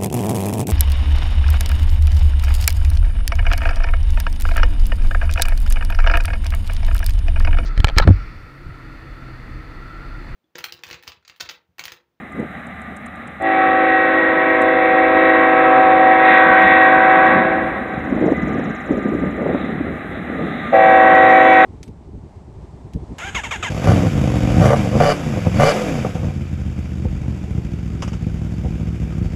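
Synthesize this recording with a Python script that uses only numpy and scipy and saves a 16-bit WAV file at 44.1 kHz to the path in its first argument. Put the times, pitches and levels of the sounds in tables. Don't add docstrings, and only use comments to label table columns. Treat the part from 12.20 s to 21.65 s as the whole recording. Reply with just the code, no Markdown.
import sys
import numpy as np
from scipy import signal
from scipy.fft import rfft, irfft, next_fast_len
from scipy.io import wavfile
from scipy.ndimage import uniform_filter1d, minimum_filter1d

SR = 44100
rng = np.random.default_rng(int(sys.argv[2]) if len(sys.argv) > 2 else 0)


def gain_from_decibels(decibels):
    exponent = np.asarray(decibels, float) / 20
    return 10 ** exponent


def master_out(mix):
    frames = np.transpose(np.atleast_2d(mix))
    ceiling = np.clip(frames, -1, 1)
    pcm = np.round(ceiling * 32767).astype(np.int16)
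    wavfile.write(sys.argv[1], SR, pcm)


N = 416744
T = np.arange(N) / SR

# frequency in Hz, level in dB per Hz.
AIR_SPECTRUM = [(4200, -22), (4600, -6.5), (5500, -7), (6400, -3), (8000, 0), (11000, -2), (15800, -8.5),
                (16500, -55)]
# time in seconds, peak in dB.
GRAVEL_TICKS = [(0.1191, -49.5), (0.1945, -47.5), (0.3027, -62.5), (0.4658, -45.5), (0.6145, -45),
                (0.7637, -39), (0.8594, -39), (0.9544, -50), (1.072, -42.5), (1.2186, -41), (2.415, -35.5)]
# time in seconds, then the level of each partial in dB.
BELL_STROKES = [(.1, -49.5, -47, -56), (.55, -50, -46, -55), (5.6, -46.5, -54, -49),
                (6.13, -40.5, -36, -53), (6.48, -42, -51, -46), (6.74, -39.5, -58, -49),
                (7.25, -50, -46, -50), (7.6, -54, -54, -52), (8.14, -44.5, -49, -52), (8.4, -42, -47, -46)]
BELL_PARTIALS_HZ = [1205, 2016, 1570]
# frequency in Hz, level in dB per Hz.
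ROLL_SPECTRUM = [(24, -64.5), (40, -37.5), (70, -14), (86, -11), (120, -13.5), (239, -2.5), (333, -22.5),
                 (433, -21), (770, -10.5), (951, -26.5), (1220, -12.5), (1510, -17.5), (2010, -11.5),
                 (2210, -19), (3100, -35), (3900, -32.5), (5000, -61)]
# time in seconds, level in dB.
ROLL_LEVEL = [(0, -35), (1.2, -34), (5.8, -30.5), (6.07, -30.5), (6.19, -26), (6.36, -28.5), (6.7, -29.5),
              (7.1, -31), (7.5, -30), (8.4, -28.5), (9.45, -30)]
# frequency in Hz, level in dB.
DIESEL_ORDERS = [
    (53.8, -52),
    (75.4, -46),
]
# centre in seconds, half length in seconds, level in dB.
FLANGE_SWISHES = [
    (6.3, .12, -61),
    (6.8, .1, -55),
    (7.43, 0.12, -44),
    (7.952, 0.059, -46),
    (8.397, 0.21, -41.5),
]
# time in seconds, level in dB.
BREEZE_LEVEL = [(0, -38.5), (.6, -48.5), (2.5, -40.5), (4, -41), (5.6, -30), (7.5, -31.5), (8.4, -28),
                (8.7, -35), (9.45, -35)]
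# centre in seconds, half length in seconds, then buffet, deep rumble and
# bright rush in dB.
PORT_EDDIES = [(0.21, .04, -24.5, -52, -23.5), (0.723, 0.02, -38, -48, -44), (3, 0.065, -38, -54, -50),
               (3.423, 0.047, -33.5, -50, -51.5), (3.597, 0.026, -28.5, -54.5, -45),
               (4.132, 0.038, -35.5, -40, -47), (4.29, 0.035, -23.5, -33, -43),
               (4.466, 0.057, -26, -40, -45), (4.803, 0.17, -30, -50.5, -46), (5.19, 0.1, -22, -44.5, -35),
               (5.453, .08, -35, -39, -38), (5.733, 0.086, -44, -50, -28),
               (5.946, 0.074, -24.5, -35, -24.5), (6.058, 0.068, -26, -36, -15),
               (6.12, 0.012, -30, -40, -13), (6.33, 0.13, -22, -33, -24), (6.73, 0.054, -25, -30.5, -17.5),
               (6.898, 0.08, -22, -45, -24), (7.05, 0.087, -22.5, -33, -26.5),
               (7.278, 0.083, -24.5, -37, -16), (7.557, 0.13, -28, -40, -28),
               (7.71, 0.076, -35.5, -36, -35), (7.93, 0.056, -40, -38, -34),
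               (8.213, 0.093, -32, -49, -25.5)]
# time in seconds, peak in dB, ringing in Hz, snap in dB.
GUST_KICKS = [(0.196, -29, 243, -27), (5.775, -7, 178, -31), (5.96, -8, 287, -22), (6.011, -0.5, 308, -19),
              (6.037, -0.5, 292, -23), (6.119, 3, 286, -10), (6.706, 1, 290, -22), (6.918, -5, 332, -30),
              (6.947, -1.5, 295, -32), (7.261, -3, 420, -4), (7.344, -3, 258, -6), (8.201, -27, 190, -15)]
# valve opens in seconds, then the opening level of the 760 Hz, low, middle and high lines
# in dB.
HORN_BLASTS = [
    (1.196, -18.5, -17, -24, -23.5),
    (8.522, -11, -12.5, -19, -21),
]
# end in seconds, pressure build-up in seconds, settled pitch of the middle
# trumpet in Hz, first sharpness in Hz.
AIR_SUPPLY = [
    (5.6, .035, 379, 6.5),
    (9.45, .012, 379.5, 7),
]
# lag of tones under 450 Hz in seconds, lag of the three high trumpets in
# seconds.
BELL_FILLING = [
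    (.02, 0.4),
    (.35, 0.007),
]
# the 760 Hz, low, middle and high lines in dB per second.
NEARING_GAIN = [
    (1.53, 0.24, 1.94, 0.65),
    (0.48, -1.4, 4, 6.8),
]
# the 760 Hz, low, middle and high lines in dB per second.
DYING_FALL = (52, 13, 44, 53)
# rest pitch in Hz, how strongly low air pressure sharpens it (a ratio).
HORN_TRUMPETS = [
    (274.6, 1.1),
    (324.3, 1.1),
    (379.2, 1),
    (494.4, .6),
    (527.0, 1.8),
    (603.0, 1.1),
]
HORN_OVERTONES = [
    [-32, -38, -31.5, -27, -34.5, -27, -29, -41, -39, -51, -60, -53, -53, -49.5, -66.5],
    [-25, -25, -30.5, -28.5, -34, -40.5, -33.5, -46.5, -57, -57.5, -48, -55],
    [-31.5, -13, -29, -26.5, -20, -31, -36.5, -48, -44.5, -52.5, -59.5],
    [-25.5, -34.5, -41, -33, -44, -56.5, -50, -56.5],
    [-23.5, -35.5, -28.5, -30.5, -50.5, -55, -51.5],
    [-34, -40, -37],
]
# centre in seconds, half length in seconds, lines around
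# this frequency in Hz, change in dB.
AIR_BENDS = [(1.437, .13, 760, 3), (1.454, .08, 1300, 3), (1.704, 0.041, 2000, 1.5),
             (2.026, .13, 760, -10.5), (2.309, 0.3, 760, -5), (2.426, .12, 450, 2), (2.909, 0.061, 760, -3),
             (3.048, 0.19, 450, 3), (3.104, 0.16, 2000, 1.5), (3.101, 0.17, 760, -3.5),
             (3.443, 0.22, 450, 2), (3.797, 0.32, 760, 3), (3.85, 0.13, 1300, -1.5),
             (3.695, .3, 2000, -0.5), (4.122, .1, 2000, 7), (4.264, .18, 1300, 3), (4.483, 0.17, 2000, 4.5),
             (4.494, .1, 450, -1), (4.948, 0.17, 760, 0.5), (5.17, 0.087, 760, -5), (5.34, 0.07, 760, 3.5),
             (5.349, 0.12, 450, 4), (8.541, .03, 450, 5), (8.589, .06, 1300, -2.5), (8.759, 0.089, 760, 1),
             (9.33, 0.073, 760, 0)]
# centre in seconds, half length in seconds,
# frequency in Hz, change in dB.
AIR_GLINTS = [(1.5, .2, 1330, 3.5), (1.45, .3, 973, -6), (1.4, .2, 1200, 0.5), (2.3, .08, 2274, 5.5),
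              (3.2, .08, 1100, 5.5), (3.1, .1, 2000, 6), (2.8, 0.82, 650, -2.5), (3.6, 0.32, 1050, 3.5),
              (3.2, .4, 1900, -3), (3.3, 0.17, 2000, 1.5), (4.6, .45, 1560, 3.5), (5.5, 0.38, 1330, -4.5),
              (5.1, .2, 850, 1.5), (9, 0.22, 1900, 3.5), (9.25, 0.23, 1600, -3.5), (8.75, 0.23, 350, -3.5),
              (1.55, .12, 530, 5), (1.7, 0.32, 650, -5), (2.2, .2, 1100, -4), (2.35, 0.23, 535, -4),
              (2.6, .2, 490, 5), (3.25, .15, 535, -6), (3.5, 0.18, 1300, 6.5), (3.5, .5, 1500, -4),
              (4.4, .4, 380, -3), (5.1, 0.29, 490, -5), (8.6, .1, 650, 4), (8.9, .15, 1090, 3),
              (9, 0.38, 1660, -4.5), (9.1, .3, 320, -3)]
# frequency in Hz, level in dB.
MIC_WHINE = [(14080, -77.5), (14450, -86), (15240, -81), (15350, -84.5), (15490, -84), (15680, -89.5)]


def unit(x):
    return x / np.sqrt(np.mean(np.abs(x) ** 2))


def curve(rows):
    s, *columns = np.transpose(rows)
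    return np.array([np.interp(T, s, c) for c in columns])


def coloured(points):
    hz, db = np.transpose(points)
    size = next_fast_len(N)
    f = np.fft.rfftfreq(size, 1 / SR) + 1e-3
    gain = gain_from_decibels(np.interp(np.log(f), np.log(hz), db))
    return unit(irfft(rfft(rng.standard_normal(size)) * gain, size)[:N])


def wander(rate, size=N):
    step = 64
    pole = np.exp(-2 * np.pi * rate * step / SR)
    slow = signal.lfilter([1], np.poly([pole] * 2), rng.standard_normal(size // step + 2))
    return np.interp(np.arange(size) / step, np.arange(len(slow)), unit(slow))


def band(x, lo_hz, hi_hz, order=2):
    return signal.sosfilt(signal.butter(order, [lo_hz, hi_hz], "band", fs=SR, output="sos"), x)


def band_noise(lo_hz, hi_hz, order=2):
    return band(rng.standard_normal(N), lo_hz, hi_hz, order)


def add(out, s, x):
    i = int(s * SR)
    out[i:i + len(x)] += x[:N - i]


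def hump(s, half, t=T):
    return np.exp(-((t - s) / half) ** 2)


def tone(hz):
    return np.sin(2 * np.pi * np.cumsum(hz) / SR)


def open_air():
    return gain_from_decibels(-68.5 + 0.94 * wander(9.) + .8 * wander(1.)) * coloured(AIR_SPECTRUM)


def bell():
    t60_s, rise_s = np.c_[[2.7, 0.69, 2.8]], 0.016
    ring = 0
    for s, *db in BELL_STROKES:
        age = np.maximum(T - s, 0)
        stroke = gain_from_decibels(np.c_[db] - 60 * age / t60_s) * (1 - np.exp(-age / rise_s))
        ring = np.maximum(ring, stroke)
    partials = np.array([tone(hz + 7.6 * wander(6.7)) for hz in BELL_PARTIALS_HZ])
    flutter = gain_from_decibels(3.2 * np.array([wander(7.) for _ in BELL_PARTIALS_HZ]))
    return np.sum(gain_from_decibels(9.0) * ring * flutter * partials, 0)


def sparrow():
    start_s, gap_s, slowing_s, notes = 5.681, .05337, .000059, 34
    peak_db, peak_note, arc_db = -50, 16, .042
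    out, t = np.zeros(N), np.arange(int(.024 * SR)) / SR
    for n, z in enumerate(rng.standard_normal((notes, 3))):
        db = peak_db - arc_db * (n - peak_note) ** 2 + 1.2 * z[1]
        low_db = max(-1.5 - .05 * (n - 11) ** 2, -8) + 1.5 * z[2]
        low_lobes = hump(.0115, .0031, t) + .9 * hump(.0185, .0026, t)
        shape = hump(.005, .0025, t) + gain_from_decibels(low_db) * low_lobes
        hz = 7700 * (1 + .008 * z[0]) - 112000 * t
        s = start_s + gap_s * n + slowing_s * n ** 2
        add(out, s - .003, gain_from_decibels(db) * shape * tone(hz))
    t = np.arange(SR // 4) / SR
    leaves = unit(rng.standard_normal(len(t)) * np.exp(-t / .05)) / np.sqrt(len(t))
    return out + gain_from_decibels(-10) * signal.fftconvolve(out, leaves)[:N]


def gravel():
    out, t = np.zeros(N), np.arange(-400, 600) / SR
    for s, db in GRAVEL_TICKS:
        add(out, s - .004, gain_from_decibels(db) * rng.standard_normal(len(t)) * hump(0, .0045, t))
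    return band(out, 7000, 9800)


def wind():
    steady = gain_from_decibels(curve(BREEZE_LEVEL) + np.c_[[0, -17.5, -5.5]])
    passing = sum(gain_from_decibels(np.c_[db]) * hump(s, half) for s, half, *db in PORT_EDDIES)
    buffet, deep, rush = steady + passing
    lumps = gain_from_decibels(2.6 * wander(35.))
    out = buffet * unit(lumps * band_noise(159.7, 310.4))
    out += gain_from_decibels(-5.0) * rush * unit(lumps * band_noise(260, 622, order=3))
    out += deep * unit(band_noise(53, 88) * gain_from_decibels(.8 * wander(6.)))
    t = np.arange(-400, 800) / SR
    for s, db, hz, snap_db in GUST_KICKS:
        kick = np.exp(-np.abs(t) / 0.0034) * np.cos(2 * np.pi * hz * t)
        snap = hump(0, .00074, t) * np.cos(2 * np.pi * 640 * t)
        add(out, s - .004, gain_from_decibels(db - 4.5) * kick)
        add(out, s - .005, gain_from_decibels(snap_db - 6.5) * snap)
    return out


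def train():
    near_db = curve(ROLL_LEVEL)[0]
    roar = gain_from_decibels(near_db + 1.2 * wander(2.7)) * coloured(ROLL_SPECTRUM)
    drone = sum(gain_from_decibels(db + 1.5 * wander(2.)) * tone(hz + .8 * wander(2.)) for hz, db in DIESEL_ORDERS)
    swell = sum(gain_from_decibels(db - 4) * hump(s, half) for s, half, db in FLANGE_SWISHES)
    swish = swell * unit(band_noise(3350, 3900))
    return swish + roar + gain_from_decibels(0.85 * (near_db - near_db[0])) * drone


def rails(horn):
    singing = gain_from_decibels(-62 + 10.5 * np.minimum(T - 9.27, .3))
    shaken = gain_from_decibels(-55) * uniform_filter1d(horn ** 2, size=8000)
    return (singing + shaken) * gain_from_decibels(1.3 * wander(15.)) * unit(band_noise(6000, 7400))


def trees(x):
    t = np.arange(2 * SR) / SR
    decay = np.exp(-np.log(1000) * t / 3.84) * (t > .04)
    echo = unit(rng.standard_normal(len(t)) * decay) / np.sqrt(len(t))
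    return gain_from_decibels(-12.5) * signal.fftconvolve(x * wander(16.0), echo)[:N]


def line_group(hz):
    return [1, 0, 2, 3][np.searchsorted([690, 805, 1725], hz)]


def blast(start, air, nearing, deep_lag, high_lag):
    opens, *start_db = start
    ends, build, settled, quick = air
    valve_shut_s, middle_rest_hz = 5.12, 379.2
    first, last = int(opens * SR), min(int(ends * SR), N)
    size, t = last - first, T[first:last]
    age = np.abs(t - opens)
    shut = np.maximum(t - valve_shut_s, 0) * (opens < valve_shut_s)

    level_db = np.c_[start_db] + np.outer(nearing, age) - np.outer(DYING_FALL, shut)
    for s, half, hz, db in AIR_BENDS:
        level_db[line_group(hz)] += db * hump(s, half, t)
    pressure = 1 - np.exp(-age / build)
    gain = gain_from_decibels(level_db) * pressure ** np.c_[[1.4, .8, 1.6, 1.8]]
    gain = gain * np.clip((ends - t) / 0.026, opens > valve_shut_s, 1)

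    pitch = settled + quick * np.exp(-age / .09) + 1.8 * np.exp(-age / .4) + 7 * shut
    sharp = pitch / middle_rest_hz - 1
    clear = np.clip(1 - shut / 0.51, 0, 1)
    deep, high = (1 - .8 * np.exp(-age / lag) for lag in (deep_lag, high_lag))
    halo = gain_from_decibels([-19, -21.5, -8, -2.5])[:, None] * (1 + 1.75 * (1 - clear))
    halo = halo * gain_from_decibels(-.55 * (opens - HORN_BLASTS[0][0]))

    coarse = np.linspace(t[0], t[-1], 500)
    glint_humps = np.array([hump(s, half, coarse) for s, half, *_ in AIR_GLINTS])
    sound, power = np.zeros((4, size)), np.zeros(4)
    for (rest, sharpen), overtones in zip(HORN_TRUMPETS, HORN_OVERTONES):
        phase = 2 * np.pi * np.cumsum(rest * (1 + sharpen * sharp)) / SR
        for k, db in enumerate(overtones, 1):
            hz = k * rest
            group = line_group(hz)
            turn = k * phase + 2 * np.pi * rng.random()
            depth = min(hz / 5200, .42) * (group > 0)
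            spread = 15 + 0.046 * hz
            norm = np.sqrt(1 + 2 * depth ** 2)
            fade = [clear * depth * wander(1.5, size) / norm for _ in "xy"]
            scatter = [halo[group] * wander(spread, size) for _ in "xy"]
            filling = deep if hz < 450 else high if rest > 450 else 1
            in_phase = clear / norm * filling + fade[0] + scatter[0]
            quadrature = fade[1] + scatter[1]
            near_db = [d * np.exp(-(np.log2(hz / g) / .075) ** 2) for *_, g, d in AIR_GLINTS]
            glint = np.interp(t, coarse, gain_from_decibels(near_db @ glint_humps))
            sound[group] += glint * gain_from_decibels(db) * (in_phase * np.cos(turn) + quadrature * np.sin(turn))
            if rest < 300 and k in (2, 3):
                sound[group] += 130 * np.maximum(sharp, 0) * gain_from_decibels(db) * np.cos(turn)
            power[group] += gain_from_decibels(db) ** 2 / 2
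    out = np.zeros(N)
    out[first:last] = np.sum(gain * sound / np.sqrt(power)[:, None], 0)
    return out


def horn_over_ground():
    rows = zip(HORN_BLASTS, AIR_SUPPLY, NEARING_GAIN, BELL_FILLING)
    horn = sum(blast(start, air, nearing, *lags) for start, air, nearing, lags in rows)
    horn = horn + trees(horn)
    return horn + .06 * band(horn ** 2, 200, 4000)


def phone_band(x):
    return signal.sosfilt(signal.ellip(6, .5, 52, 3980, fs=SR, output="sos"), x)


def scene():
    horn = horn_over_ground()
    low = phone_band(horn + wind() + train() + bell())
    return (low + open_air() + rails(horn) + sparrow() + gravel())[None]


def low_pass(x):
    return signal.sosfilt(signal.butter(12, 15830, fs=SR, output="sos"), x)


def record(dry):
    dry = signal.sosfilt(signal.butter(3, 42, "high", fs=SR, output="sos"), dry)
    drive = uniform_filter1d(np.abs(dry), size=2000) / .3
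    whine = sum(gain_from_decibels(db) * tone(hz + 9.5 * wander(20.)) for hz, db in MIC_WHINE)
    need = np.minimum(1, .98 / (np.abs(dry) + 1e-9))
    duck = minimum_filter1d(need, size=97)
    for _ in "xyz":
        duck = uniform_filter1d(duck, size=33)
    highest = need == minimum_filter1d(need, size=241)
    crest = highest * np.sign(dry) * np.tanh((1 - need) / .45)
    ticks = gain_from_decibels(-21) * signal.lfilter([1], np.poly([.7, .7]), crest)
    end = np.clip((T[-1] - T) / .002, .4, 1)
    return low_pass(end * (duck * dry - ticks + drive * whine))


dry = scene()
out = record(dry)
master_out(out)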